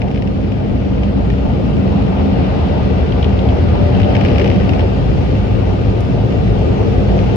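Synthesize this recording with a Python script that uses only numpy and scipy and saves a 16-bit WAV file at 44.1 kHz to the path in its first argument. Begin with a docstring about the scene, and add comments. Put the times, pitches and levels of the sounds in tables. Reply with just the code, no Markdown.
"""The deep boom of air jets on a truck's body, heard throughout from the cabin as it rolls through car-wash dryers.
Filtered noise makes the throb, drumming panels, roar and windscreen hiss; wavering sines make the fan whine.
Blown water patters as short noise bursts ringing the glass, with a heavy flurry as the last nozzles pass
overhead. Late on, a piece of plastic trim gives a tiny click."""
import sys
import numpy as np
from scipy import signal
from scipy.fft import rfft, irfft, next_fast_len
from scipy.io import wavfile
from scipy.ndimage import uniform_filter1d, minimum_filter1d, map_coordinates

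SR = 44100
rng = np.random.default_rng(int(sys.argv[2]) if len(sys.argv) > 2 else 0)


def int16_out(signal):
    """Quantize to a 16-bit WAV file."""
    q = np.round(np.clip(np.atleast_2d(signal).T, -1, 1) * 32767)
    wavfile.write(sys.argv[1], SR, q.astype(np.int16))


N = 324576

# Strength of the air jets on the truck, greatest under the last nozzles: t/s, strength/dB
JET_STRENGTH = [(0, -5.5), (1.1, -3), (2.4, -0.1), (3.4, 0), (4.35, 3), (5.0, -0.5), (6.0, -1.3),
                (7.36, 0.85)]
# As the jets work back from bonnet to cab, some sounds gain or lose steadily about this time
MIDWAY_S = 3.9

# Cabin and panel resonances: f/Hz, width/Hz, lift/dB
CABIN_MODES = [(151, 13, 3.5), (188.5, 30, 8.5), (266, 31, 7.5), (379, 38, 1), (471, 70, 4), (527, 15, 6.5),
               (1050, 9, 3.5), (1215, 92, 6), (1418, 170, 4.5), (2550, 90, 0)]
# Likeness of the two ears of the stereo picture: f/Hz, likeness/0-1
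EAR_LIKENESS = [(55, .98), (120, .8), (190, .76), (235, .1), (300, .15), (360, .72), (600, .25), (2000, .1),
                (8000, .2)]
# Balance of the air between the ears: f/Hz, left minus right/dB
EAR_BALANCE = [(75, -1.2), (112, 3.2), (170, 0), (203, -4.5), (250, 3.5), (375, 8), (470, 5), (1200, 2),
               (4000, 4.5), (6500, 0)]
LEFT_LEAD_S = .00043

# Colours of the air layers, each levelled later: f/Hz, relative level/dB
THROB_COLOUR = [(15, -33), (42, -16), (50, -2.5), (55, 5.5), (61, 2.5), (70, -22), (140, -85)]
BOOM_COLOUR = [(15, -32), (48, -19), (62, -7), (72, 0), (105, 0.5), (135, -2), (160, -14), (400, -85)]
LOWER_PANEL_COLOUR = [(80, -54), (135, -8.5), (170, -5), (203, 0.5), (222, -6.5), (250, -25), (500, -80)]
UPPER_PANEL_COLOUR = [(130, -67), (215, -3.5), (245, -1.5), (280, -3.5), (320, -14), (700, -74)]
ROAR_COLOUR = [(120, -52), (260, -6.5), (330, 1.5), (450, 0.5), (520, -4.5), (620, -7.5), (800, -21),
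               (4000, -84)]
NOZZLE_COLOUR = [(250, -34), (480, -6.5), (610, 1), (740, 1), (880, -2.5), (1050, -13.5), (1400, -26.5),
                 (6000, -77.5)]
HISS_COLOUR = [(500, -22), (1100, 1.5), (1800, 0.45), (2800, 0.5), (4100, -8), (4800, -10.5), (5600, -16),
               (6800, -28), (8000, -34.5), (10000, -38.5), (12000, -44), (14000, -59.5)]
FIZZ_COLOUR = [(1500, -23.5), (3800, -5.5), (5400, 2), (6800, -2), (8000, -13), (10000, -16), (12000, -22),
               (13200, -41)]

# Slow surges of the cabin's lowest air mode: t/s, half-length/s, lift/dB
SURGES = [(1.25, 0.6, 6.5), (2.5, .1, 3.5), (3.45, 0.7, 4), (5.35, 0.65, 6.5), (6.55, 0.17, 7.5),
          (7.1, 0.24, 9)]
THROB_DB = -25.5  # between surges
# Buffeting hump, which shifts as the jet moves over the body: t/s, f/Hz, lift/dB
BUFFET_HUMP = [(0, 96, -0.5), (1.2, 64.2, 5.5), (2.2, 81.6, 11.5), (3.45, 74, 8), (4.0, 94.6, 8),
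               (4.75, 88.5, 8), (5.101, 71, 7), (5.501, 107, 11.5), (5.8, 100, 13.5), (6.251, 107.8, 9),
               (7.36, 100, 5.5)]
# Buffeting, building until the jets reach the windscreen: t/s, level/dB
BUFFET_LEVEL = [(0, -20), (1.7, -17.5), (2.7, -16.5), (3.8, -12.5), (5.0, -15.5), (7.36, -15.5)]
# Flapping of the jets, heard as regular gusts in the lows: t/s, half-length/s, depth/dB
FLAPPING = [(5.9, 1.3, 0.5)]
FLAP_CREST_S, FLAP_PERIOD_S = 5.49, .362

# Jets crossing the lower panel and setting it drumming: t/s, half-length/s, lift/dB
LOWER_PASSES = [(1.15, 0.19, 3.5), (1.95, 0.24, 6), (2.35, 0.12, 5), (2.85, .2, 3), (3.3, 0.051, 5),
                (3.97, .13, 6), (4.27, 0.099, 5), (4.59, .1, 9), (6.5, 0.13, 3), (7.15, .15, 5)]
# Jets crossing the higher panel: t/s, half-length/s, lift/dB
UPPER_PASSES = [(.72, 0.045, 5.5), (1.75, 0.27, 4), (2.3, 0.11, 5.5), (3.55, 0.092, 4), (4.25, 0.55, 3)]
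LOWER_DB, UPPER_DB = -23, -26.5  # between passes

# Gusts as a jet strikes the cab squarely, and a lull between jets: t/s, half-length/s, lift/dB
GUSTS = [(4.03, .14, 0.5), (4.42, 0.11, 4.5), (5.5, 0.41, -0.9), (6.75, 0.22, 2)]
# A nozzle passing close by: t/s, half-length/s, lift/dB
NOZZLE_PASSES = [(2.55, 0.75, 2)]
# Jets sweeping the windscreen, raising the bright hiss: t/s, half-length/s, lift/dB
SWEEPS = [(2.6, 0.5, 1), (5.15, 0.4, 0.8)]
# Levels before passes and gusts, at jet strength 0 dB and mid-way; growth is dB per dB of jet strength
ROAR_DB, ROAR_GROWS, ROAR_DB_PER_S = -24.5, 0.56, 0.38
NOZZLE_DB, NOZZLE_GROWS, NOZZLE_DB_PER_S = -29.5, 1.12, -0.28
HISS_DB, HISS_GROWS = -37.5, 1.1
FIZZ_DB, FIZZ_DB_PER_S = -59.5, 1
ECHO_S, ECHO_GAIN = .018, .09  # latest echo inside the cab; strength of each

# Fan blade tones: f/Hz, left minus right/dB, distant level/dB, nearest t/s, lift when nearest/dB
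FANS = [(583, 10, -41, 3.9, 10.5), (715.5, 4, -47, 3.75, 6.5), (717, 4, -50, 6.9, 13),
        (462, 5, -43, 6.7, 9)]
APPROACH_S, RECEDE_S = 0.42, 0.67  # a fan comes into earshot faster than it leaves
WHINE_GROWS = 0.76  # dB per dB of jet strength

# Heaviest drops slapping the windscreen, before panning: t/s, peak level/dB
DROPS = [(0.0176, -23), (0.082, -30), (0.1131, -30.5), (.1456, -29.5), (0.159, -27), (.175, -27),
         (0.2215, -27.5), (0.273, -29.5), (0.52, -28), (1.033, -29), (1.3008, -26.5), (4.0, -22),
         (4.016, -23.5), (4.1509, -17.5), (4.165, -19.5), (4.2104, -21.5), (4.249, -18), (4.26, -21),
         (4.2825, -22.5), (4.3577, -23), (4.382, -20.5), (4.3968, -17), (4.4148, -20), (4.4428, -20.5),
         (4.459, -23), (4.4765, -19.5), (4.5002, -19.5), (4.514, -23), (4.692, -20.5), (4.7335, -24),
         (4.793, -23.5), (7.19, -23)]
# Small hard drops ticking on the roof, before panning: t/s, peak level/dB
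TICKS = [(3.1214, -24), (3.2266, -20), (3.243, -22), (3.39, -25), (3.4877, -25), (3.949, -25.5),
         (4.0318, -23.5), (4.044, -23), (4.8058, -27)]
# Colour of the spreading water's ring on the glass: f/Hz, relative level/dB
SPLAT_COLOUR = [(500, -30.5), (1450, -1), (1950, 8.5), (2850, 10), (3400, -2), (4300, -12), (5400, -6),
                (6500, -24.5), (8500, -30.5), (15500, -48)]
# Colour of a drop's first contact: f/Hz, relative level/dB
SNAP_COLOUR = [(800, -11.5), (2500, 6.5), (5500, 5), (8000, -19), (10300, -21.5), (11800, -7.5),
               (13000, -20), (15500, -22)]
# Colour of a small hard drop: f/Hz, relative level/dB
TICK_COLOUR = [(1000, -26.5), (2400, 2.5), (3100, 8.5), (3800, -1), (5200, -14.5), (12000, -55)]
# Water from the nozzles, slightly thinned at first, then a flurry: t/s, half-length/s, lift/dB
FLURRIES = [(.1, 0.38, -0.5), (4.4, .42, 4.5)]
SPRAY_DB, SPRAY_GROWS = -48, 0.52  # between flurries; dB per dB of jet strength
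DROPLETS_PER_S, DROPLET_SCATTER_DB = 80, 6  # on each of four patches of glass
SPATTER_PER_S, SPATTER_DB = 50, 9.5  # middling drops at the flurry's height; their peak over the spray
SNAP_DB, SNAP_SCATTER_DB = -17, 3  # first contact against its ring; some land harder than others

# Colour of the trim click: f/Hz, relative level/dB
TRIM_COLOUR = [(3000, -15), (5800, 6), (8300, -15), (9800, 3.5), (11000, -19.5)]
TOP_HZ = 15800  # upper edge of the audible band


def amp(db):
    """Decibels to gain."""
    return 10 ** (np.asarray(db) / 20)


def unit(x):
    """Scale so that the average of the channels has rms 1."""
    return x / np.sqrt(np.mean(np.atleast_2d(x).mean(0) ** 2) + 1e-20)


def along(points, hz):
    """Read (Hz, value) points on a log-frequency axis."""
    f, v = np.transpose(points)
    return np.interp(np.log(hz + 1), np.log(f + 1), v)


def curve(rows):
    """Draw a (s, value) automation line, one value per sample."""
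    s, value = np.transpose(rows)
    return np.interp(np.arange(N) / SR, s, value)


def swells(rows):
    """Sum bell-shaped changes (s, half-length s, lift dB), in dB per sample."""
    t = np.arange(N) / SR
    return sum(db * np.exp(-((t - s) / half) ** 2) for s, half, db in rows)


def travel():
    """Seconds before or after the jets are mid-way."""
    return np.arange(N) / SR - MIDWAY_S


def wobble(rate):
    """A smooth random curve with rate knots a second."""
    knots = rng.standard_normal(int(N * rate / SR) + 4)
    return map_coordinates(knots, [np.arange(N) * rate / SR])


def filtered(x, response):
    """Filter x by a complex response of frequency."""
    size = next_fast_len(N + 8192)
    return irfft(rfft(x, size) * response(np.fft.rfftfreq(size, 1 / SR)), size)[..., :N]


def pan(left_db):
    """Left and right gains for a left-minus-right balance in dB."""
    return amp(np.array([np.atleast_1d(left_db), -np.atleast_1d(left_db)]) / 2)


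def add(track, s, sound):
    """Mix a sound into the track at time s."""
    part = track[:, round(s * SR):][:, :sound.shape[1]]
    part += sound[:, :part.shape[1]]


def cabin(hz):
    """Gain of the cabin's resonant peaks."""
    lifts = [db / (1 + (2 * (hz - centre) / width) ** 2) for centre, width, db in CABIN_MODES]
    return amp(sum(lifts))


def rush(spectrum, patchy_db):
    """Turbulent air in the cabin: stereo noise with drifting patches, reaching the left ear first."""
    z = signal.stft(rng.standard_normal((2, N)), nperseg=512)[2]
    field = uniform_filter1d(rng.standard_normal(z.shape[1:]), size=6, axis=0)
    field = uniform_filter1d(field, size=14, axis=1, mode="wrap")
    patchy = z * amp(patchy_db * field / field.std())
    pair = signal.istft(patchy, nperseg=512)[1][:, :N]

    def mid_side(hz):
        turn = np.arccos(np.clip(along(EAR_LIKENESS, hz), 0, 1)) / 2
        return amp(along(spectrum, hz)) * cabin(hz) * [np.cos(turn), np.sin(turn)]

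    def ears(hz):
        lead = np.exp(1j * np.pi * LEFT_LEAD_S * np.outer([1, -1], hz))
        return pan(along(EAR_BALANCE, hz)) * lead

    mid, side = filtered(pair, mid_side)
    return unit(filtered(np.array([mid + side, mid - side]), ears))


def steadied(x, seconds):
    """Even out the slow swells of a noise, as under a constant jet."""
    power = np.abs(uniform_filter1d(x.mean(0) ** 2, size=max(int(seconds * SR), 2)))
    return unit(x / np.sqrt(power + .05))


def buffeting(octaves):
    """Low turbulence with a hump that follows the jet over the body."""
    hz, t, z = signal.stft(rush(BOOM_COLOUR, patchy_db=.5), SR, nperseg=4096)
    s, *columns = np.transpose(BUFFET_HUMP)
    centre_hz, lift_db = [np.interp(t, s, column) for column in columns]
    away = np.log2((hz[:, None] + 1) / centre_hz) / octaves
    return signal.istft(z * amp(lift_db * np.exp(-away ** 2)), SR, nperseg=4096)[1][:, :N]


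def low_air():
    """Jets pump the cabin's lowest air mode and buffet the body; flapping makes both come in gusts."""
    t = np.arange(N) / SR
    flap = amp(swells(FLAPPING) * np.cos(2 * np.pi * (t - FLAP_CREST_S) / FLAP_PERIOD_S))
    throb = amp(THROB_DB + swells(SURGES)) * steadied(rush(THROB_COLOUR, patchy_db=0.5), seconds=0.19)
    boom = amp(curve(BUFFET_LEVEL)) * steadied(buffeting(octaves=0.11), seconds=0.18)
    return flap * (throb + boom)


def panels():
    """Two body panels drum in their own bands, louder as each jet crosses them."""
    lower = steadied(rush(LOWER_PANEL_COLOUR, patchy_db=0.44), seconds=0.18)
    upper = steadied(rush(UPPER_PANEL_COLOUR, patchy_db=1.0), seconds=0.2)
    return amp(LOWER_DB + swells(LOWER_PASSES)) * lower + amp(UPPER_DB + swells(UPPER_PASSES)) * upper


def roar():
    """Broad turbulent roar that grows with the jets and gusts as they strike the cab."""
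    level_db = ROAR_DB + ROAR_GROWS * curve(JET_STRENGTH) + ROAR_DB_PER_S * travel() + swells(GUSTS)
    return amp(level_db) * steadied(rush(ROAR_COLOUR, patchy_db=1.0), seconds=0.27)


def nozzles():
    """Patchy mid-band blowing from the nozzles, swelling as one passes close by."""
    level_db = NOZZLE_DB + NOZZLE_GROWS * curve(JET_STRENGTH) + NOZZLE_DB_PER_S * travel()
    return amp(level_db + swells(NOZZLE_PASSES)) * rush(NOZZLE_COLOUR, patchy_db=1.9)


def reflected(x, count):
    """Weak echoes off glass and dashboard comb the sound, differently at each ear."""
    delays = rng.uniform(0, ECHO_S, (count, 2, 1))
    echoes = lambda hz: 1 + ECHO_GAIN * sum(np.exp(-2j * np.pi * hz * delay) for delay in delays)
    return filtered(x, echoes) / np.sqrt(1 + count * ECHO_GAIN ** 2)


def hiss():
    """Air tears over the windscreen as bright noise, echoed within the cab."""
    level_db = HISS_DB + HISS_GROWS * curve(JET_STRENGTH) + swells(SWEEPS)
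    return reflected(amp(level_db) * rush(HISS_COLOUR, patchy_db=0.7), count=8)


def fizz():
    """A faint, patchy top-end air noise that gains steadily."""
    return amp(FIZZ_DB + FIZZ_DB_PER_S * travel()) * rush(FIZZ_COLOUR, patchy_db=2.2)


def fans():
    """Blade tones nearly hold pitch and swell in passing; turbulence flutters each ear differently."""
    t = np.arange(N) / SR
    jet_db = curve(JET_STRENGTH)
    out = np.zeros((2, N))
    for hz, left_db, far_db, nearest_s, lift_db in FANS:
        near = np.exp(-((t - nearest_s) / np.where(t < nearest_s, APPROACH_S, RECEDE_S)) ** 2)
        whine_db = far_db + lift_db * near + WHINE_GROWS * jet_db
        phase = 2 * np.pi * np.cumsum(hz * (1 + 0.005 * wobble(10))) / SR
        ears = []
        for _ in range(2):
            flutter = amp(3 * wobble(18) + 1.5 * wobble(4))
            ears.append(flutter * np.sin(phase + 0.55 * wobble(30)))
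        out += pan(left_db) * amp(whine_db) * unit(np.array(ears))
    return out


def impact(spectrum, t60, tail_db, tail_t60):
    """A short burst in the struck surface's colour, then the cabin's quick answer; peak near 1."""
    t = np.maximum(np.arange(4096) - 16, 0) / SR  # 16 samples of lead-in
    hz = np.fft.rfftfreq(len(t), 1 / SR)
    attack = 1 - np.exp(-t / 0.00015)
    envelope = (amp(-60 * t / t60) + amp(tail_db - 60 * t / tail_t60)) * attack
    burst = rfft(rng.standard_normal((2, len(t))) * envelope)
    # flatten the burst's own spectrum before colouring it
    even = burst / np.sqrt(uniform_filter1d(np.abs(burst) ** 2, size=70))
    hit = irfft(even * amp(along(spectrum, hz))) * (1 - t / t[-1])
    return hit / np.sqrt(6 * np.mean(hit.mean(0)[:200] ** 2))


def slap():
    """One drop: the first contact snaps brightly, then the spreading water rings the glass."""
    snap_db = SNAP_DB + SNAP_SCATTER_DB * rng.uniform(-1, 1)
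    snap = amp(snap_db) * impact(SNAP_COLOUR, t60=0.008, tail_db=-25.0, tail_t60=.03)
    return snap + impact(SPLAT_COLOUR, t60=0.021, tail_db=-15, tail_t60=0.075)


def spray():
    """Random droplets patter on four patches of glass, each ringing in its own way."""
    size = amp(DROPLET_SCATTER_DB * rng.standard_normal((4, N)).clip(-2, 2))
    droplets = (rng.random((4, N)) < DROPLETS_PER_S / SR) * size
    patter = np.zeros((2, N))
    for patch in droplets:
        ring = impact(SPLAT_COLOUR, t60=0.019, tail_db=-14.5, tail_t60=0.066)
        patter += signal.fftconvolve(patch[None], ring, axes=1)[:, :N]
    return unit(patter)


def water():
    """Heavy drops slap, small ones tick, spray patters between; middling drops thicken the flurry."""
    hits = np.zeros((2, N))
    for s, db in DROPS:
        add(hits, s, amp(db) * slap())
    for s, db in TICKS:
        add(hits, s, amp(db) * impact(TICK_COLOUR, t60=0.022, tail_db=-16.5, tail_t60=0.16))
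    flurry_db = swells(FLURRIES)
    spray_db = SPRAY_DB + SPRAY_GROWS * curve(JET_STRENGTH) + flurry_db
    chance = SPATTER_PER_S / SR * flurry_db / flurry_db.max()
    for i in np.flatnonzero(rng.random(N) < chance):
        add(hits, i / SR, amp(spray_db[i] + SPATTER_DB) * slap())
    return pan(4.8) * (hits + amp(spray_db) * spray())


def trim_click(s, db):
    """A tiny bright noise burst, the click of plastic trim."""
    out = np.zeros((2, N))
    add(out, s, amp(db) * impact(TRIM_COLOUR, t60=.025, tail_db=-22.5, tail_t60=.05))
    return out


def scene():
    """Air, fans, water and trim as heard behind the windscreen."""
    air = low_air() + panels() + roar() + nozzles() + hiss() + fizz()
    return air + fans() + water() + trim_click(s=6.005, db=-39.5)


def record(dry):
    """A limiter ducks both channels at crests above .92; then everything above the band is cut."""
    needed = np.minimum(1, .92 / (np.abs(dry).max(0) + 1e-9))
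    gain = uniform_filter1d(minimum_filter1d(needed, size=441), size=441)  # 10 ms windows
    return filtered(dry * gain, lambda hz: hz < TOP_HZ)


dry = scene()
out = record(dry)
int16_out(out)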